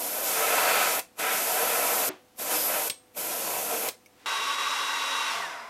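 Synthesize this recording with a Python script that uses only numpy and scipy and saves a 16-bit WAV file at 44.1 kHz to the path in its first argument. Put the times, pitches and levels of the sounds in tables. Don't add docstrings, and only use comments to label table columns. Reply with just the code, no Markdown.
import sys
import numpy as np
from scipy import signal
from scipy.fft import rfft, irfft, next_fast_len
from scipy.io import wavfile
from scipy.ndimage import map_coordinates

SR = 44100
rng = np.random.default_rng(int(sys.argv[2]) if len(sys.argv) > 2 else 0)


def generate_wav(signal):
    frames = np.transpose(np.atleast_2d(signal))
    scaled = np.clip(frames, -1, 1) * 32767
    pcm = np.round(scaled).astype(np.int16)
    wavfile.write(sys.argv[1], SR, pcm)


N = 251325
TIME = np.arange(N) / SR
CUT_S, DRYER_S = 2.0915, 4.2595


def amp(db):
    return 10 ** (np.asarray(db) / 20)


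def unit(x):
    return x / np.sqrt(np.mean(x ** 2) + 1e-20)


def along(points, hz):
    f, values = np.transpose(points)
    return np.interp(np.log(hz + 1), np.log(f + 1), values)


def wobble(rate):
    return map_coordinates(rng.standard_normal(int(N * rate / SR) + 4), [TIME * rate])


def swell(at_s, half_s):
    return np.exp(-((TIME - at_s) / half_s) ** 2)


def decay(start, t60):
    return (TIME >= start) * amp(-60 * np.maximum(TIME - start, 0) / t60)


def filtered(x, response):
    size = next_fast_len(N + SR // 2)
    return irfft(rfft(x, size) * response(np.fft.rfftfreq(size, 1 / SR)), size)[:N]


def noise(spectrum):
    return unit(filtered(rng.standard_normal(N), lambda hz: amp(along(spectrum, hz))))


def resonant(modes):
    def response(f):
        power = 0
        for hz, width, db in modes:
            detuning = (f * f - hz * hz) / (2 * width * (f + 1))
            power += (amp(db) / (1 + detuning ** 2)) ** 2
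        return np.sqrt(power)
    return unit(filtered(rng.standard_normal(N), response))


def ring(start, modes, attack_s=0.0003):
    age = TIME - start
    rise = np.clip(age / attack_s, 0, 1)
    return rise * sum(amp(db) * decay(start, t60) * np.sin(2 * np.pi * hz * age) for hz, db, t60 in modes)


def workshop(x, wet_db):
    # f/Hz, t60/s
    room = [(200, 0.24), (2000, 0.2), (7000, 0.22), (15000, 0.13)]
    block, echo = SR // 8, np.zeros(N + SR)
    for start in range(0, N, block):
        hz, t, bins = signal.stft(rng.standard_normal(SR // 3), SR, nperseg=256)
        damping = amp(-60 * t / along(room, hz)[:, None])
        tail = signal.istft(bins * damping, SR, nperseg=256)[1]
        reflections = signal.fftconvolve(x[start:start + block], tail / np.linalg.norm(tail))
        echo[start + SR // 300:][:len(reflections)] += reflections
    return (x + amp(wet_db) * echo[:N]) / np.hypot(1, amp(wet_db))


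def room_tone():
    # f/Hz, relative level/dB
    air = [(15, -44), (25, -32), (133, -9), (246, 2.5), (359, -2.5), (509, -7), (614, -4.5), (1110, -8),
           (1530, -11), (1710, -11), (9300, -18.5), (13900, -19), (15500, -24.5)]
    # f/Hz, level/dB
    tones = [(105, -78), (500.6, -68), (750, -73)]
    hum = sum(amp(db + 0.58 * wobble(5.1)) * np.sqrt(2) * np.sin(2 * np.pi * hz * TIME)
              for hz, db in tones)
    rustle = noise([(80, -21), (400, 1), (2500, -3), (8000, -14), (15000, -28)])
    return amp(-62) * noise(air) + hum + amp(-57) * swell(DRYER_S, half_s=0.092) * rustle


def knock():
    # f/Hz, level/dB, t60/s
    bench = [(306, -36, 0.2), (372, -31.5, 0.18), (619, -36, 0.11)]
    thud = noise([(40, -28), (150, -8), (400, 4), (1100, 0), (3000, -6), (8000, -22), (15000, -44)])
    return ring(CUT_S, bench, attack_s=0.0018) + amp(-37.5) * decay(CUT_S, t60=0.27) * thud


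def fan_whine(drive, full_speed_hz=273.8):
    # shaft multiple, level before the lift/dB
    orders = [(1, -52.5), (2, -53.5), (7, -58.5), (10, -47.5), (14, -55.5), (21, -56)]
    # f/Hz, gain/dB
    lift = [(130, -25), (170, -8.5), (1200, -1), (1620, 5), (1800, 12.5), (2030, 11), (2130, -4), (2620, 5),
            (2740, -2), (3000, -2), (3700, 6), (3834, 16.5), (3950, -12), (4700, -2), (5300, 9),
            (5750, 4.5)]
    shaft_hz = full_speed_hz * drive
    jitter = 0.00051 * wobble(15) + 0.07 * (1 - drive) * wobble(250)
    angle = 2 * np.pi * np.cumsum(shaft_hz * (1 + jitter)) / SR
    whine = np.zeros(N)
    for order, db in orders:
        level = amp(db + along(lift, order * shaft_hz) + 1.2 * wobble(30))
        whine += level * np.sqrt(2) * np.sin(order * angle)
    return drive * whine


def dryer(off_s=5.29, coast_s=0.4, air_lag_s=0.03, roar_db=-31, grille_db=-35):
    # f/Hz, relative level/dB
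    duct_air = [(47, -88), (80, -67), (113, -30.5), (210, -46), (268, -24.5), (319, -30), (413, -19),
                (694, -18), (899, -17), (1120, -5), (1250, -11), (1510, -8), (1740, -17), (1960, -10.5),
                (2500, -19), (3250, -60), (5500, -120)]
    # f/Hz, relative level/dB
    grille_air = [(1350, -44), (2300, -5), (2740, -0.5), (2990, -4.5), (3670, -2.5), (3750, -5), (3970, -4),
                  (4470, -9), (5570, -5.5), (6370, -10.5), (10200, -17), (13300, -21.5), (15200, -38)]
    # f/Hz, width/Hz, relative level/dB
    housing_modes = [(912, 41, -2), (1121, 50, 1.5), (1540, 50, -6), (2754, 49, -5), (3410, 48, -9.5)]
    # f/Hz, width/Hz, relative level/dB
    coast_modes = [(690, 70, 1), (950, 110, 1), (2080, 120, -11), (4960, 170, -15)]
    drive = np.exp(-np.maximum(TIME - off_s, 0) / coast_s)
    flow = np.exp(-np.maximum(TIME - off_s - air_lag_s, 0) / coast_s)
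    duct = amp(-3.5) * flow ** 1.52 * noise(duct_air)
    housing = amp(-3 + wobble(40)) * flow ** 3 * resonant(housing_modes)
    coast = amp(0.5) * np.sqrt(1 - flow) * flow ** 1.8 * resonant(coast_modes)
    grille = flow ** 2.5 * noise(grille_air)
    air = amp(roar_db) * (duct + housing + coast) + amp(grille_db) * grille
    dip_db = -4 * swell(4.567, half_s=0.014)
    waver = amp(dip_db + 0.28 * wobble(12))
    return fan_whine(drive) + workshop(waver * air, wet_db=-10.5)


def trigger():
    # t/s, contact level/dB, ping gain/dB, contact t60/s
    releases = [(0.993, -22.5, -48, 0.027), (2.8985, -21.5, -34, 0.045), (3.887, -21, -46, 0.041)]
    # f/Hz, relative level/dB
    snap = [(40, -36), (300, -4), (1400, -12.5), (2300, -2), (4000, -2), (5500, -6), (6800, -6), (9500, -8),
            (14500, -11), (16000, -8)]
    # f/Hz, relative level/dB, t60/s
    steel = [(2260, -4, .04), (2950, -19, 0.051), (3360, -5, 0.12), (5240, 4, 0.053), (8404, -11, 0.39),
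             (8490, 7, 0.1), (8625, -20, .12)]
    # t/s, level/dB, t60/s
    taps = [(2.36, -58, 0.086), (3.148, -53, 0.06), (4.060, -48, 0.047)]
    # f/Hz, width/Hz, relative level/dB
    tap_modes = [(2380, 180, 2), (5640, 520, -8), (8400, 300, -13), (12500, 3500, -18)]
    contact, body = noise(snap), resonant(tap_modes)
    snaps = sum(amp(db) * decay(t, t60) * contact + amp(ping_db) * ring(t, steel)
                for t, db, ping_db, t60 in releases)
    ticks = sum(amp(db) * decay(t, t60) * body for t, db, t60 in taps)
    return snaps + ticks


def whistles():
    # t/s, half length/s, f/Hz, width/Hz, level/dB
    tones = [(0.717, 0.17, 4540, 400, -38.5), (0.71, 0.16, 1350, 107, -35),
             (1.306, 0.084, 2140, 484, -34.5), (2.597, 0.062, 5080, 299.7, -38.5),
             (2.667, 0.041, 11900, 500, -31), (3.552, 0.34, 2700, 200, -48)]
    return sum(amp(db) * swell(t, half) * resonant([(hz, width, 0)]) for t, half, hz, width, db in tones)


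def pull(on, off, finger_s=0.012):
    return (np.tanh((TIME - on) / finger_s) - np.tanh((TIME - off) / finger_s)) / 2


def spray(bursts, puff_db, open_db_per_s=950, close_db_per_s=1400):
    # from t/s, to t/s, hiss gain/dB, fizz gain/dB
    pulls = [(0.243, 0.966, 5, 2.5), (1.314, 2.102, 3, 3.5), (2.499, 2.893, 2.5, 6.5)]
    # t/s, half length/s, wash gain/dB, edge gain/dB, hiss gain/dB
    passes = [(0.025, 0.049, 2, -0.5, -0.5), (0.456, 0.22, 12.5, 12.5, 0.5), (0.797, 0.23, 12.5, 16.5, 1),
              (1.267, 0.13, 7, 11, .5), (1.653, 0.25, 11.5, 12.5, -0.2), (2.013, 0.19, 8, 8, 0.5),
              (2.54, 0.065, 9, 9.5, 4.5), (2.754, 0.1, 8, 10, .5), (3.325, 0.068, 3.5, 3.5, 1),
              (3.53, 0.097, 8, 5, 1.5), (3.73, 0.045, 9, 7.5, 1.5), (3.872, 0.067, 7.5, 6.5, .3)]
    # f/Hz, width/Hz, relative level/dB
    wash_modes = [(461, 29, 0), (500, 11, -7.5), (600, 26, -2.5), (675, 157, -1), (741, 53, 0.5),
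                  (840, 110, -17), (965, 50, -1), (1066, 75, -5)]
    # f/Hz, width/Hz, relative level/dB
    edge_modes = [(1291, 45, 2), (1360, 69, 0), (1496.4, 49, -0.5), (1606, 28, -3.5), (1750, 240, -5),
                  (2053, 93, -3.5), (2244, 38, -1), (2435, 82, -1.5), (2650, 64, -1.5), (3015, 60, -7),
                  (3400, 620, -11.5)]
    # f/Hz, relative level/dB
    jet_hiss = [(1000, -27), (3000, -0.5), (4000, -1.5), (4500, 0), (5600, 2), (6400, 3), (7600, 3.5),
                (8400, 3.5), (9400, 0), (12000, -12.5), (16000, -27)]
    # f/Hz, relative level/dB
    nozzle_fizz = [(7000, -26), (9500, -6), (10400, -2.5), (11200, -2.5), (11800, 1), (13000, -0.5),
                   (14400, -7), (15200, -14), (15800, -33)]
    # f/Hz, relative level/dB
    stream = [(30, -48), (70, -42), (120, -15), (190, -6.5), (240, -2.5), (268, -5), (300, 2), (340, -1),
              (400, -3.5), (600, 6.5), (1200, -48)]
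    paint_db, mist_db = sum(np.outer(gains, pull(on, off)) for on, off, *gains in pulls)
    wash_db, edge_db, scatter_db = sum(np.outer(gains, swell(t, half)) for t, half, *gains in passes)
    valve, jet, nozzle = np.zeros((3, N))
    for opens, closes, hiss_db, fizz_db, swell_db_per_s in bursts:
        before, after = np.maximum(opens - TIME, 0), np.maximum(TIME - closes, 0)
        flow = amp(-open_db_per_s * before - close_db_per_s * after)
        valve += flow
        jet += flow * amp(hiss_db + paint_db + scatter_db)
        nozzle += flow * amp(fizz_db + mist_db + swell_db_per_s * (TIME - opens))
    idle_wash_db, idle_edge_db = -42.5, -44.5
    eddies = wobble(35)
    wash = amp(idle_wash_db + wash_db + 0.59 * eddies) * resonant(wash_modes)
    edges = amp(idle_edge_db + edge_db + 0.54 * eddies) * resonant(edge_modes)
    hiss = amp(0.52 * wobble(60)) * noise(jet_hiss)
    fizz = amp(0.24 * wobble(40.6)) * noise(nozzle_fizz)
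    puff = amp(puff_db + 0.21 * wash_db + 0.12 * mist_db) * noise(stream)
    return valve * (wash + edges + puff + whistles()) + jet * hiss + nozzle * fizz


def scene():
    # open t/s, close t/s, base hiss level/dB, base fizz level/dB, fizz swell/(dB/s)
    bursts = [(0.0, 0.998, -38, -33.5, 0.1), (1.196, 2.1, -36.5, -35, 2.5), (2.395, 2.882, -38.5, -35, -7),
              (3.173, 3.886, -38.2, -34.5, 1.5)]
    cut = np.clip((CUT_S - TIME) / 0.0029 + 0.5, 0, 1)
    first_pair = workshop(spray(bursts[:2], puff_db=-44), wet_db=-11) * cut
    second_pair = workshop(spray(bursts[2:], puff_db=-43.5), wet_db=-10)
    mono = first_pair + second_pair + knock() + dryer() * (TIME >= DRYER_S)
    mono += workshop(trigger(), wet_db=-11.5) + room_tone()
    faint_noise = [noise([(25, 13), (200, -6.5), (1500, -28.5), (15000, -22)]) for channel in range(2)]
    return mono + amp(-70.5) * np.array(faint_noise)


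def record(dry):
    low_hz, top_hz = 55, 15830
    low_cut = signal.butter(2, low_hz, "highpass", fs=SR, output="sos")
    return np.array([filtered(signal.sosfilt(low_cut, x), lambda hz: hz < top_hz) for x in dry])


dry = scene()
out = record(dry)
generate_wav(out)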